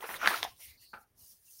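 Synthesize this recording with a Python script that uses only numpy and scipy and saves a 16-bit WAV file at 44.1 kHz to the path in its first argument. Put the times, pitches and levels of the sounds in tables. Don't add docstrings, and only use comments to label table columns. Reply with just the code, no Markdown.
import sys
import numpy as np
from scipy import signal
from scipy.fft import rfft, irfft, next_fast_len
from scipy.io import wavfile
from scipy.ndimage import uniform_filter1d, map_coordinates

SR = 44100
rng = np.random.default_rng(int(sys.argv[2]) if len(sys.argv) > 2 else 0)


def master(y):
    cut = np.clip(np.atleast_2d(y).T, -1, 1)
    pcm = np.round(cut * 32767)
    wavfile.write(sys.argv[1], SR, pcm.astype(np.int16))


def ratio_of_db(decibels):
    return 10 ** (np.asarray(decibels, float) / 20)


N = 70560

# time_s, level_db
LIFT_BEND = [
    (0.0, -65),
    (0.008, -57.5),
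    (0.044, -45),
    (0.072, -51.5),
    (0.084, -53),
    (0.09, -46),
    (0.12, -44.5),
    (0.15, -47),
    (0.19, -55.5),
]
# time_s, level_db
FLIP_BEND = [
    (.19, -51.5),
    (.225, -40),
    (.25, -35),
    (.29, -40),
    (.33, -36.5),
    (.365, -42),
    (.418, -51.5),
    (.452, -46),
    (.57, -100),
]
# freq_hz, level_db
SHEET_SPECTRUM = [(150, -13.5), (300, 4), (750, -2.5), (1450, -6), (2400, 2.5), (4000, -8), (6500, -23),
                  (9000, -33.5)]
GRAINS_PER_S, GRAIN_SPREAD_DB, CLUMP_DB, WASH_DB = 1800, 2.5, 1, -3.5
GRAIN_HZ, GRAIN_OCTAVES, GRAIN_CYCLES = 1356, .4, 3.4
SHEET_FLOOR_HZ = 254.6

# freq_hz, level_db_per_hz
HUM_SPECTRUM = [(18, -33), (30, -11), (108, -7), (256, -19.5), (420, -19), (1360, -25.5), (1720, -20.5),
                (15500, -42.5)]
HUM_DB, HUM_SWING_DB = -81, 1.2
# time_s, level_db
WEIGHT_SHIFT = [(0.0, -68), (0.088, -76), (0.12, -63.5), (0.294, -61.5), (0.356, -72), (0.404, -65.5),
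                (0.494, -64), (0.524, -69.5), (0.636, -79.5), (0.676, -70.5), (0.9, -80), (0.958, -71.5),
                (1.078, -81), (1.234, -68.5), (1.3, -87.5), (1.344, -72), (1.368, -99), (1.6, -84.5)]
# freq_hz, level_db
THUD_SPECTRUM = [(20, -13.5), (50, -6.5), (100, -4.5), (150, -14.5), (250, -15), (500, -22), (1200, -25),
                 (2500, -60)]

# full_speed_s, rise_s, fall_s, hiss_db, hold_s
STROKES = [(.01, 0.011, 0.07, -53, 0.099), (0.154, 0.11, 0.0199, -46, 0.012),
           (0.283, 0.091, 0.15, -40, 0.056), (0.4297, .001, .005, -45, 0.0011),
           (0.441, 0.015, 0.0034, -42, .005), (0.472, 0.015, 0.23, -71.5, .01),
           (0.611, 0.041, 0.11, -50, .04), (0.815, 0.039, .11, -57, 0.008),
           (0.941, 0.042, 0.034, -67, 0.089), (1.072, .05, 0.044, -81, .09),
           (1.2, 0.035, 0.13, -55.5, .045), (1.305, .07, 0.03, -57.5, 0.025),
           (1.354, 0.025, 0.17, -69, 0.023), (1.515, 0.085, .1, -52.5, .04), (1.6, 0.049, .1, -62, .01)]
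SLOPE_DB, EDGE = 20, 1.05
# freq_hz, level_db
GLOSS_SPECTRUM = [(300, -29.5), (1700, -28), (3300, -15), (5500, -2), (7000, -6), (9000, -1), (15500, 0)]
PATCH_DB = 3
# start_s, length_s, level_db, pitch_hz,
# width_hz
AIR_GAPS = [(.002, 0.026, -55.5, 480, 300), (0.077, 0.18, -58, 524, 298), (0.079, 0.11, -64.5, 174, 70),
            (.149, 0.038, -50, 3700, 1100), (.181, 0.24, -54, 5760, 1200), (0.248, .075, -50, 195, 80),
            (0.268, .19, -47.5, 3900, 1800), (.436, .024, -48.5, 5500, 1500), (0.449, .1, -61, 2900, 1500),
            (.456, 0.073, -62, 4900, 1980), (0.527, .08, -71.5, 3500, 2520), (.586, 0.07, -71.5, 680, 920),
            (.59, .19, -62.5, 2140, 400), (0.594, 0.19, -64, 4260, 1880), (.596, 0.13, -63.5, 2870, 1020),
            (0.659, .11, -67, 64, 33), (0.771, .22, -64, 4450, 702), (.79, 0.1, -72, 2800, 360),
            (.817, .052, -74, 1980, 350), (1.171, .2, -69.5, 5800, 1600), (1.195, 0.11, -80, 2910, 269),
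            (1.293, 0.064, -67.5, 5460, 1209), (1.446, 0.17, -69.5, 6700, 2270),
            (1.463, .05, -75, 2740, 220), (1.586, .034, -56, 5670, 940)]
GAP_LEAN, GAP_FLUTTER_DB = .65, 1.5

# start_s, peak_db, pitch_hz, life_cycles, crack_db
SNAPS = [(.008, -42, 3200, 4.5, -4), (0.0264, -34, 934, 4.5, -24), (.039, -34.5, 470, 3.9, -35),
         (0.0915, -29.5, 1850, 4.2, -13), (.142, -28, 1960, 3, -7.5), (0.215, -32.5, 1390, 4.9, -11.5),
         (.230, -26.5, 1420, 9.9, -15), (0.2422, -26, 1307, 3.5, -13.5), (0.2596, -15, 1520, 3, -9.5),
         (.259, -22, 3010, 6.5, -12), (0.4294, -21.5, 1940, 2.9, -14.5), (.2740, -7, 1690, 2.9, -1.5),
         (0.2765, -15, 1900, 2, -9), (.287, -23.5, 1760, 2, -10), (0.3428, -22.5, 1324, 6, -24.5),
         (.360, -28, 4530, 3, -9.5), (.376, -27.5, 2680, 1.1, -3), (0.4297, -19, 3540, 6, -8.5),
         (0.4294, -24.5, 893, 2.2, -28), (.449, -26.5, 807, 3.6, -27), (.462, -40, 755, 12.8, -22),
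         (.023, -41.5, 1970, 18, -30), (.052, -41, 700, 4.2, -31), (.1, -36, 890, 5.2, -22)]
# start_s, peak_db, pitch_hz, life_cycles, crack_db
MORE_SNAPS = [
    (.2741, -20, 810, 4.1, -32),
    (0.4333, -28.5, 840, 1.15, -32.5),
]
# start_s, peak_db,
# pitch_hz, life_cycles
CREASES = [(.032, -34.5, 945, 5.2), (0.0427, -31.5, 1310, 2.2), (.048, -40.5, 990, 2.4),
           (0.055, -50, 1170, 2.7), (.0915, -30, 930, 1.6), (.104, -37.5, 820, 3.4), (0.112, -41, 1910, 3),
           (.125, -44, 1020, 4), (.148, -33.5, 1730, 3.6), (.151, -45, 1130, 2.3), (.246, -29, 1430, 4),
           (0.2498, -25, 1791, 4), (0.248, -31, 3000, 5.7), (.266, -25, 1295, 4.7), (.2742, -21, 2694, 3),
           (0.298, -32, 1597, 5), (0.3019, -37, 1628, 5.5), (.307, -29, 787, 4.1), (.316, -31, 1810, 4),
           (.320, -26, 1120, 2.7), (0.3236, -28, 1530, 4.4), (.329, -29.5, 1150, 4.6),
           (.334, -27, 1400, 3.6), (.349, -30, 1270, 3.7), (.355, -36.5, 890, 2.9), (.370, -43.5, 744, 6),
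           (.4296, -29.5, 8780, 4), (.4296, -25, 5420, 4), (.476, -46.5, 729, 9.3), (0.51, -60, 1058, 21),
           (0.9383, -37, 1452, 2.5), (0.9471, -41.5, 1400, 2.7), (.953, -43.5, 1204, 2.25),
           (0.962, -45, 1350, 2.6), (.972, -44.5, 1400, 5.2)]
CREASE_CRACK_DB = -16
CRACK_S, CRACK_RISE_S, CRACK_HZ, CRACK_WIDTH_HZ = 0.008, .0004, 3500, 2300
# freq_hz, t60_s
ROOM_DECAY = [(300, 0.11), (1500, .18), (6000, 0.13)]
ROOM_DB = -9

TAP_S, TAP_DB, TAP_RISE_S = .9325, -45.5, 0.0015
# pitch_hz, width_hz, level_db, t60_s
TAP_RINGS = [(1400, 220, -5, 0.26), (835, 140, -9, 0.27), (460, 350, -9, 0.2), (2330, 800, -11, 0.19),
             (201, 96, -18.5, 0.25)]
# pitch_hz, level_db, t60_s
COVER_MODES = [(716, -12.5, 0.31), (820, -16.5, 0.32), (920, 4, 0.032), (1239, -5.5, 0.23), (1350, -4, 0.2),
               (1400, -3.5, 0.18), (1520, 3.5, 0.098)]
COVER_DB = -1
TAP_DAMPED_S, TAP_DAMP_DB_PER_S = 1.061, 500

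DIP_HZ, DIP_WIDTH_HZ, DIP_DEPTH, TOP_HZ = 7685, 250, 1, 15800


def unit(x):
    return x / np.sqrt(np.mean(x ** 2) + 1e-20)


def along(points, hz):
    f, v = np.transpose(points)
    return np.interp(np.log(hz + 1), np.log(f + 1), v)


def curve(rows):
    s, db = np.transpose(rows)
    return np.interp(np.arange(N) / SR, s, db, left=-150, right=-150)


def wobble(rate):
    knots = rng.standard_normal(int(N * rate / SR) + 4)
    return map_coordinates(knots, [np.arange(N) * rate / SR])


def filtered(x, response):
    m = next_fast_len(N + SR // 2)
    return irfft(rfft(x, m) * response(np.fft.rfftfreq(m, 1 / SR)), m)[..., :N]


def coloured(x, spectrum):
    return unit(filtered(x, lambda hz: ratio_of_db(along(spectrum, hz)) * (hz > 15)))


def resonance(hz, width_hz):
    return lambda f: 1j * f * width_hz / (hz * hz - f * f + 1j * f * width_hz)


def singing(hz, width_hz):
    return unit(filtered(rng.standard_normal(N), lambda f: resonance(hz, width_hz)(f) ** 2))


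def patchy(depth_db):
    z = signal.stft(rng.standard_normal(N + 512), nperseg=256)[2]
    field = uniform_filter1d(rng.standard_normal(z.shape), size=3, axis=0)
    field = uniform_filter1d(field, size=8, axis=1)
    return signal.istft(z * ratio_of_db(depth_db * unit(field)), nperseg=256)[1][:N]


def crinkle():
    draw, pitch, k = rng.random((2400, 3)), rng.standard_normal(2400), np.arange(400)
    span_s = FLIP_BEND[-1][0]
    live = draw[:, 2:] < GRAINS_PER_S / 4000
    level = live * ratio_of_db(-GRAIN_SPREAD_DB * np.log(1 - draw[:, 1:2]).clip(-3))
    cycles = k / SR * GRAIN_HZ * 2 ** (GRAIN_OCTAVES * pitch[:, None])
    rings = level * cycles * np.exp(-4 * cycles / GRAIN_CYCLES) * np.sin(2 * np.pi * cycles)
    at = (draw[:, :1] * span_s * SR).astype(int) + k
    grains = np.bincount(at.ravel(), rings.ravel(), N)[:N]
    grains /= np.sqrt(np.sum(grains ** 2) / (span_s * SR))
    wash = ratio_of_db(WASH_DB) * coloured(rng.standard_normal(N), SHEET_SPECTRUM)
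    clumps = ratio_of_db(CLUMP_DB * wobble(90))
    return (grains + wash) * clumps * (ratio_of_db(curve(LIFT_BEND)) + ratio_of_db(curve(FLIP_BEND)))


def floor():
    hum = ratio_of_db(HUM_DB + HUM_SWING_DB * wobble(3.8)) * coloured(rng.standard_normal(N), HUM_SPECTRUM)
    rumble_gain = ratio_of_db(curve(WEIGHT_SHIFT) + 0.42 * wobble(24))
    return hum + rumble_gain * coloured(rng.standard_normal(N), THUD_SPECTRUM)


def palm():
    t = np.arange(N) / SR
    speed, gaps = np.zeros(N), np.zeros(N)
    for s, rise, fall, db, hold in STROKES:
        off_peak = (s - t).clip(0) / rise + (t - s - hold).clip(0) / fall
        speed += ratio_of_db(db - SLOPE_DB * off_peak ** EDGE)
    hiss = speed * ratio_of_db(1.5 * wobble(40)) * coloured(patchy(PATCH_DB), GLOSS_SPECTRUM)
    for s, length, db, hz, width_hz in AIR_GAPS:
        phase = ((t - s) / length).clip(0, 1)
        swell = np.sin(np.pi * phase ** GAP_LEAN).clip(0) ** 0.74
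        gaps += ratio_of_db(db + GAP_FLUTTER_DB * wobble(50)) * swell * singing(hz, width_hz)
    return hiss + gaps


def snaps():
    rings, cracks, t = np.zeros(N + SR), np.zeros(N + SR), np.arange(SR // 10) / SR
    creases = [(*row, CREASE_CRACK_DB) for row in CREASES]
    for s, db, hz, cycles, crack_db in [*SNAPS, *MORE_SNAPS, *creases]:
        start = round(s * SR)
        u = t * hz / cycles * 4
        rings[start:][:len(t)] += ratio_of_db(db) * u * np.exp(1 - u) * np.sin(2 * np.pi * hz * t)
        decay = ratio_of_db(db + crack_db + 7.5 - 60 * t / CRACK_S)
        attack = 1 - np.exp(-t / CRACK_RISE_S)
        cracks[start:][:len(t)] += decay * attack * rng.standard_normal(len(t))
    return rings[:N] + filtered(cracks[:N], lambda f: resonance(CRACK_HZ, CRACK_WIDTH_HZ)(f) ** 2)


def room(x):
    hz, t, z = signal.stft(rng.standard_normal(SR // 2), SR, nperseg=256)
    decay = ratio_of_db(-60 * t / along(ROOM_DECAY, hz)[:, None])
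    tail = signal.istft(z * decay, SR, nperseg=256)[1]
    delayed = np.pad(x, (90, 0))
    return signal.fftconvolve(delayed, tail / np.linalg.norm(tail))[:N]


def tap():
    t = (np.arange(N) / SR - TAP_S).clip(0)
    rattle, cover = np.zeros(N), np.zeros(N)
    for hz, width_hz, db, t60 in TAP_RINGS:
        rattle += ratio_of_db(db - 60 * t / t60) * singing(hz, width_hz)
    rattle *= ratio_of_db(2.2 * wobble(150))
    for hz, db, t60 in COVER_MODES:
        cover += ratio_of_db(COVER_DB + db - 60 * t / t60) * np.sin(2 * np.pi * hz * t)
    attack = 1 - np.exp(-t / TAP_RISE_S)
    damping = ratio_of_db(-TAP_DAMP_DB_PER_S * (t + TAP_S - TAP_DAMPED_S).clip(0))
    return ratio_of_db(TAP_DB) * attack * (rattle + cover) * damping


def scene():
    clicks = snaps()
    sheet = crinkle() + clicks + ratio_of_db(ROOM_DB) * room(clicks)
    sheet = filtered(sheet, lambda f: (1j * f / (SHEET_FLOOR_HZ + 1j * f)) ** 2)
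    return (sheet + palm() + tap() + floor())[None]


def roll_off(x):
    return signal.sosfilt(signal.butter(12, 16380, fs=SR, output="sos"), x)


def record(dry):
    def chain(hz):
        dip = np.clip(DIP_DEPTH, 0, 1) * np.exp(-((hz - DIP_HZ) / DIP_WIDTH_HZ) ** 2)
        return (1 - dip) * (hz < TOP_HZ)
    return roll_off(filtered(dry, chain))


dry = scene()
out = record(dry)
master(out)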